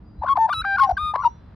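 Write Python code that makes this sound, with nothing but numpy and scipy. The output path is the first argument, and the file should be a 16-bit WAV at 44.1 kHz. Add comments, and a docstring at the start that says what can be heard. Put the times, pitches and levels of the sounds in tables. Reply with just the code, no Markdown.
"""On a concrete garden path, a magpie warbles one phrase close to a stereo microphone.
The two sides of its syrinx sing held notes, quick slides and a trill; where they overlap they
beat and rasp. The garden returns a faint echo. Behind the bird lie a low outdoor rumble, a faint
hum and the thin whistles of far birds, and a few soft bumps land on the microphone."""
import sys
import numpy as np
from scipy import signal
from scipy.fft import rfft, irfft
from scipy.io import wavfile

SR = 44100
rng = np.random.default_rng(int(sys.argv[2]) if len(sys.argv) > 2 else 0)


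def to_wav(s):
    """Save 16-bit WAV."""
    ch = np.atleast_2d(s).T  # columns
    pcm = np.round(np.clip(ch, -1, 1) * 32767)  # PCM
    wavfile.write(sys.argv[1], SR, pcm.astype(np.int16))


N = 68355
TIME, FREQS = np.arange(N) / SR, np.fft.rfftfreq(N, 1 / SR)

# spectrum of the outdoor ambience: (frequency [Hz], relative density [dB])
AMBIENCE_SPECTRUM = [(18, -51.5), (27, -22), (40, -1.5), (65, 4.5), (95, 2), (150, -6), (200, -3),
                     (250, -11.5), (400, -18), (709, -22), (1200, -24.5), (2560, -40), (4000, -43.5),
                     (5000, -46.5), (7090, -67), (15000, -74.5)]
# how alike the ambience is in left and right: (frequency [Hz], correlation [0-1])
AMBIENCE_LIKENESS = [(60, 0.98), (180, 1), (550, 0.2), (1650, 0.84), (4970, 0.25), (15000, 0.55)]
# birds in the distance: (start [s], length [s], pitch [Hz], level before fading [dB])
FAR_WHISTLES = [(.02, 0.27, 4840, -67.5), (0.148, .16, 4040, -62), (0.83, 0.18, 5750, -53.5),
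                (.92, .2, 4190, -64), (1.171, .25, 5770, -54.5), (1.24, 0.49, 4030, -71.5),
                (1.257, 0.33, 3505, -70.5)]
# soft bumps on the microphone: (start [s], pitch [Hz], level [dB], rise [s])
MIC_BUMPS = [(0.182, 66, -27.5, 0.013), (0.573, 95, -28, 0.0089), (0.611, 55, -29.5, 0.014),
             (0.922, 62, -22.5, 0.011), (1.026, 65, -29, 0.011)]
# the magpie's quick slides: (start [s], length [s], first pitch [Hz], middle pitch [Hz],
# last pitch [Hz], level [dB], overtones before the throat [dB])
SYRINX_SLIDES = [ (0.213, 0.0099, 840, 785, 828, -40, -12), (0.219, 0.01, 800, 903, 998, -24, -11.5),
                 (.231, .013, 1114, 863, 601, -21.5, -8.5), (.238, .014, 607, 618, 872, -26, -7.5),
                 (.240, 0.021, 1030, 1111, 1342, -31.5, -7), (.259, 0.0091, 896, 1069, 938, -23.5, -9),
                 (0.265, 0.0084, 1450, 1445, 1300, -28, 3), (.282, 0.013, 1709, 1391, 1454, -25.5, 8),
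                 (0.355, 0.015, 950, 1007, 1084, -19, -11), (.365, 0.013, 1208, 1212, 1100, -26.5, 13),
                 (0.37, 0.014, 1100, 778, 756, -16, -13.5), (0.471, 0.022, 950, 765, 715, -34.5, -4.5),
                 (0.482, 0.017, 900, 966, 1064, -28, -2), (0.488, .014, 716, 708, 1099, -26, 4.5),
                 (0.491, 0.01, 1250, 1443, 1499, -28.5, 5), (0.526, .013, 1510, 1465, 1264, -20, 18.5),
                 (0.533, 0.0099, 1100, 1019, 860, -31.5, 3.5), (0.616, 0.0092, 1275, 1450, 1563, -27.5, 7),
                 (0.625, .019, 1644, 2405, 1620, -48.5, -20.5), (0.641, 0.011, 1664, 1266, 1170, -25.5, 2),
                 (0.769, .016, 1485, 1428, 1580, -21.5, -1.5), (.782, 0.0082, 1234, 1113, 1033, -18.5, 6),
                 (.790, .013, 1310, 1458, 1484, -17, 6), (0.869, .020, 775, 771, 772, -23, -14.5),
                 (0.89, 0.014, 855, 733, 880, -14.5, -12), (.906, .018, 972, 736, 756, -16.5, -16.5),
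                 (0.926, 0.016, 742, 783, 780, -36, -17.5), (0.968, .014, 1615, 1555, 1508, -21, 9),
                 (1.137, .011, 723, 921, 1118, -20, -3.5), (1.15, 0.0098, 1000, 1043, 891, -17, -1.5),
                 (1.155, 0.0094, 830, 636.4, 479, -27.5, 17), (1.156, .014, 1370, 1082, 866, -24, -2.5),
                 (1.22, .022, 1385, 1410, 1350, -33.5, 7.5), (1.235, 0.0099, 919, 976, 980, -22.5, -5),
                 (1.241, .010, 1367, 1300, 1203, -25, 5), ]
# its held notes, one curve each: (time [s], pitch [Hz], level [dB])
HELD_NOTES = [
    [(.275, 1075, -21), (.281, 1104, -22.5), (.289, 1022, -22), (.295, 1100, -17.5), (.310, 1096, -15.5),
     (.321, 1110, -15.5), (.333, 1098, -16.5), (.340, 1100, -29.5)],
    [(.385, 875, -20.5), (.388, 870, -17), (.396, 899, -19.5), (.416, 896.2, -14.5), (.436, 891.5, -15.5),
     (.460, 883.5, -16), (.471, 930, -27)],
    [(0.499, 1108, -21.5), (0.507, 1190, -24), (0.519, 1189, -21.5), (0.527, 1207, -23.5)],
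    [(0.539, 1308, -30.5), (0.561, 1299, -31), (0.609, 1290, -29), (0.623, 1333, -38)],
    [(0.649, 819, -27.5), (0.653, 792.2, -30.5), (0.757, 787.5, -28.5), (0.765, 823, -28)],
    [(.798, 1052, -16.5), (.804, 1099, -17), (.820, 1085, -10.5), (.830, 1076, -13.5), (.850, 1071, -16.5),
     (.867, 1045, -32)],
    [(.829, 875, -21), (.840, 821, -21), (.858, 804, -25.5), (.869, 773, -28.5)],
    [(.979, 1147, -26), (.990, 1198, -26.5), (1.012, 1233, -26.5), (1.050, 1233, -25), (1.095, 1224, -25.5),
     (1.115, 1216, -28.5), (1.134, 1223, -37.5)],
    [(1.249, 945, -18.5), (1.256, 951.6, -12), (1.265, 938, -12.5), (1.274, 951, -14), (1.283, 917, -27.5)],
]
# harmonics of each held note before the throat: (2nd [dB], 3rd [dB], 4th-6th [dB], higher [dB])
HELD_OVERTONES = [(-8, 11, -4.5, 5), (-7.5, -16, -10, 5), (3, 12, -4, 10.5), (12, 32, 14.5, 29),
                  (19.5, 14.5, 11.5, 5.5), (-3.5, 7.5, -1, -2.5), (0.5, -0.5, -1, -4.5), (6, 18.5, 0.5, 16),
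                  (-23.5, -1, -7.5, -2.5)]
# throat and beak, filtering overtones and breath: (frequency [Hz], gain [dB])
THROAT_RESPONSE = [(300, -50.5), (800, -38), (1500, -8.5), (1800, -20), (2200, -26), (2700, -30),
                   (3300, -38), (3800, -30.5), (4150, -35), (4700, -36.5), (5600, -44.5), (6200, -48),
                   (7000, -50), (7600, -50.5), (8500, -52), (9500, -53), (11000, -58.5), (12500, -71),
                   (14000, -75.5), (15500, -61.5)]
# level between the microphone's ports: (frequency [Hz], left minus right [dB])
MIC_BALANCE = [(300, 1), (750, 3), (1200, 5.5), (2000, -1), (3300, -1.5), (5500, 0.5), (15000, -1.5)]
# phase between the ports: (frequency [Hz], lead of the left [rad])
MIC_PHASE = [(100, 0), (1290, -.1), (2580, .6), (3360, .8), (5080, .1), (6890, 2.8), (8790, 3.8),
             (10100, 5.8), (11900, 6.6), (13200, 9), (15500, 10.3)]
# gritty bursts of air in the voice: (start [s], length [s], level relative to the voice [dB])
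AIR_BURSTS = [(.487, 0.013, -37), (0.778, 0.035, -29.5), (0.808, 0.032, -37.5), (0.826, .028, -29.5),
              (0.887, .014, -34), (0.9, 0.019, -33.5), (1.238, .04, -48.5)]
# spectrum of those bursts: (frequency [Hz], relative gain [dB])
AIR_SPECTRUM = [(700, -25.5), (1500, 6), (3000, -4), (4500, 4), (5500, 3), (6400, -15.5), (7500, -15.5),
                (9000, -11), (10500, -8.5), (12500, -16), (14000, -18.5), (15500, -5)]

NOTE_SHAKE_RAD, SLIDE_SHAKE_RAD = .015, .1  # cycle-to-cycle shake of the phase driving the overtones


def amp(db):
    """Decibels to gain."""
    return 10 ** (np.asarray(db) / 20)


def unit(x):
    """Scales to rms 1."""
    return x / np.sqrt(np.mean(abs(x) ** 2) + 1e-20)


def per_bin(points):
    """Interpolates a table over log frequency at every bin."""
    hz, value = np.transpose(points)
    return np.interp(np.log(FREQS + 1), np.log(hz + 1), value)


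def shaped(x, gain):
    """Filters by a gain for every bin."""
    return irfft(rfft(x) * gain, N)


def wander(rate_hz):
    """Smooth random drift of rms 1."""
    return unit(shaped(rng.standard_normal(N), 1 / (1 + (FREQS / rate_hz) ** 4)))


def progress(start, length):
    """Runs from 0 to 1 during an event."""
    return np.clip((TIME - start) / length, 0, 1)


def swell(u):
    """A rounded rise and fall as u runs from 0 to 1."""
    return np.maximum(4 * u * (1 - u), 0) ** .93


def ambience(db=-44.5, hiss_from_hz=970, hiss_db_per_s=4):
    """The outdoor bed: a steady low rumble under a slowly growing hiss."""
    left, independent = rng.standard_normal((2, N))
    likeness = per_bin(AMBIENCE_LIKENESS)
    right = shaped(left, likeness) + shaped(independent, np.sqrt(1 - likeness ** 2))
    noise = unit(shaped(np.array([left, right]), amp(per_bin(AMBIENCE_SPECTRUM))))
    rumble = shaped(noise, 1 / (1 + (FREQS / hiss_from_hz) ** 4))
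    hiss = (noise - rumble) * amp(hiss_db_per_s * (TIME - TIME.mean()))
    return amp(db) * (rumble + hiss)


def hum(hz=303.2, db=-59.5, end_s=.93):
    """A faint, wavering tone in the background that dies away."""
    tone = np.sin(2 * np.pi * hz * TIME) * (1 + .4 * wander(4.6))
    return amp(db) * unit(tone) * (1 - progress(end_s, .05))


def far_whistle(start, length, hz, db, rise_s=.055, fade_db=-19, waver_rad=.45):
    """A far bird's pure note, drawn out by distance; its phase wavers apart in left and right."""
    u = progress(start, length)
    envelope = progress(start, rise_s) ** 2 * amp(db + fade_db * u ** 2) * np.sqrt(1 - u)
    waver = waver_rad * np.array([wander(rate_hz=23) for _ in range(2)])
    return envelope * np.sin(2 * np.pi * hz * TIME + waver)


def mic_bump(start, hz, db, rise):
    """A dull push of a few cycles on the microphone."""
    t = np.maximum(TIME - start, 0)
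    return amp(db) * (t / rise * np.exp(1 - t / rise)) ** 2 * np.sin(2 * np.pi * hz * t)


def slide(start, length, first_hz, middle_hz, last_hz, db, overtones_db):
    """A squeak bending through three pitches, as a gesture: pitch, strength, overtones, shake."""
    u = progress(start, length)
    bend = np.polyfit([0, .5, 1], [first_hz, middle_hz, last_hz], 2)
    return np.polyval(bend, u), amp(db) * swell(u), [overtones_db], SLIDE_SHAKE_RAD


def syrinx(gestures, jitter=.0018, brighten_db_per_db=.85, breath_per_rad=amp(9.5)):
    """The magpie's two voices add up; overtones grow from their joint motion, so overlaps rasp."""
    motion, power = np.zeros(N, complex), np.full(N, 1e-12)
    colour, shake = np.zeros((4, N)), np.zeros(N)
    unsteady = 1 + jitter * wander(rate_hz=120)
    for hz, strength, overtones_db, shake_rad in gestures:
        on = strength > 0
        level = strength[on]
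        motion[on] += level * np.exp(2j * np.pi * np.cumsum((hz * unsteady)[on]) / SR)
        brightness = (level / level.max()) ** brighten_db_per_db
        colour[:, on] += amp(overtones_db)[:, None] * brightness * level ** 2
        shake[on] += shake_rad * level ** 2
        power[on] += level ** 2
    colour, shake = colour / power, shake / power  # the louder voice sets the timbre
    phase = np.angle(motion) + shake * wander(rate_hz=400)
    colour_row = {2: 0, 3: 1, 4: 2, 5: 2, 6: 2}  # higher harmonics share the last row
    overtones = sum(colour[colour_row.get(k, -1)] * np.cos(k * phase) for k in range(2, 18))
    breath = breath_per_rad * shake * rng.standard_normal(N)
    through_throat = shaped(abs(motion) * (overtones + breath), amp(per_bin(THROAT_RESPONSE)))
    return np.sqrt(2) * (motion.real + through_throat)


def close_mic(bird):
    """The microphone's two ports hear the near bird with different level and phase."""
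    lean = amp(per_bin(MIC_BALANCE) / 2) * np.exp(.5j * per_bin(MIC_PHASE))
    return np.array([shaped(bird, lean), shaped(bird, 1 / lean)])


def garden_echo(bird, db=-23, t60_s=.2):
    """Faint scattered echoes from the garden, arriving just behind the direct sound."""
    tails = rng.standard_normal((2, N)) * amp(-60 * TIME / t60_s) * progress(.0058, .01)
    tails /= np.linalg.norm(tails[0])
    return amp(db) * signal.fftconvolve(bird[None], tails, axes=1)[:, :N]


def held_note(curve, overtones_db, edge_s=.003):
    """A gesture of the syrinx that holds a nearly steady pitch, with soft ends."""
    times, hz, db = np.transpose(curve)
    gate = progress(times[0] - edge_s, 2 * edge_s) * (1 - progress(times[-1] - edge_s, 2 * edge_s))
    strength = amp(np.interp(TIME, times, db)) * np.sin(gate * np.pi / 2) ** 2
    return np.interp(TIME, times, hz), strength, overtones_db, NOTE_SHAKE_RAD


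def rasp(voice):
    """Turbulent air, let through in puffs on each cycle of the voice."""
    strength = sum(amp(db) * swell(progress(start, length)) for start, length, db in AIR_BURSTS)
    puffs = 2 * np.maximum(voice, 0) * strength * rng.standard_normal(N)
    return shaped(puffs, unit(amp(per_bin(AIR_SPECTRUM))))


def trill(start=1.168, length=.06, db=-22, overtones_db=-5, flutter_hz=100, swing_hz=70):
    """A rising, fluttering gesture: the note weakens each time its pitch flicks up."""
    u = progress(start, length)
    flutter = np.cos(2 * np.pi * flutter_hz * (TIME - start))
    hz = np.interp(u, [0, 1], [1077, 1180]) + swing_hz * flutter
    strength = amp(db) * np.sqrt(swell(u)) * (1 - .4 * (1 + flutter))
    return hz, strength, [overtones_db], SLIDE_SHAKE_RAD


def scene():
    """The magpie up close, the garden behind it and bumps on the microphone."""
    background = ambience() + hum() + sum(far_whistle(*row) for row in FAR_WHISTLES)
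    bumps = sum(mic_bump(*row) for row in MIC_BUMPS)
    slides = [slide(*row) for row in SYRINX_SLIDES]
    notes = [held_note(*note) for note in zip(HELD_NOTES, HELD_OVERTONES)]
    voice = syrinx(slides + notes + [trill()])
    bird = voice + rasp(voice)
    return background + bumps + close_mic(bird) + garden_echo(bird)


def record(dry, fade_s=.004, cutoff_hz=15850):
    """Soft ends and the recorder's band limit."""
    ends = progress(0, fade_s) * (1 - progress(TIME[-1] - fade_s, fade_s))
    lowpass = signal.firwin(511, cutoff_hz, window=("kaiser", 9), fs=SR)
    return signal.oaconvolve(dry * np.sin(ends * np.pi / 2) ** 2, lowpass[None], "same")


dry = scene()
out = record(dry)
to_wav(out)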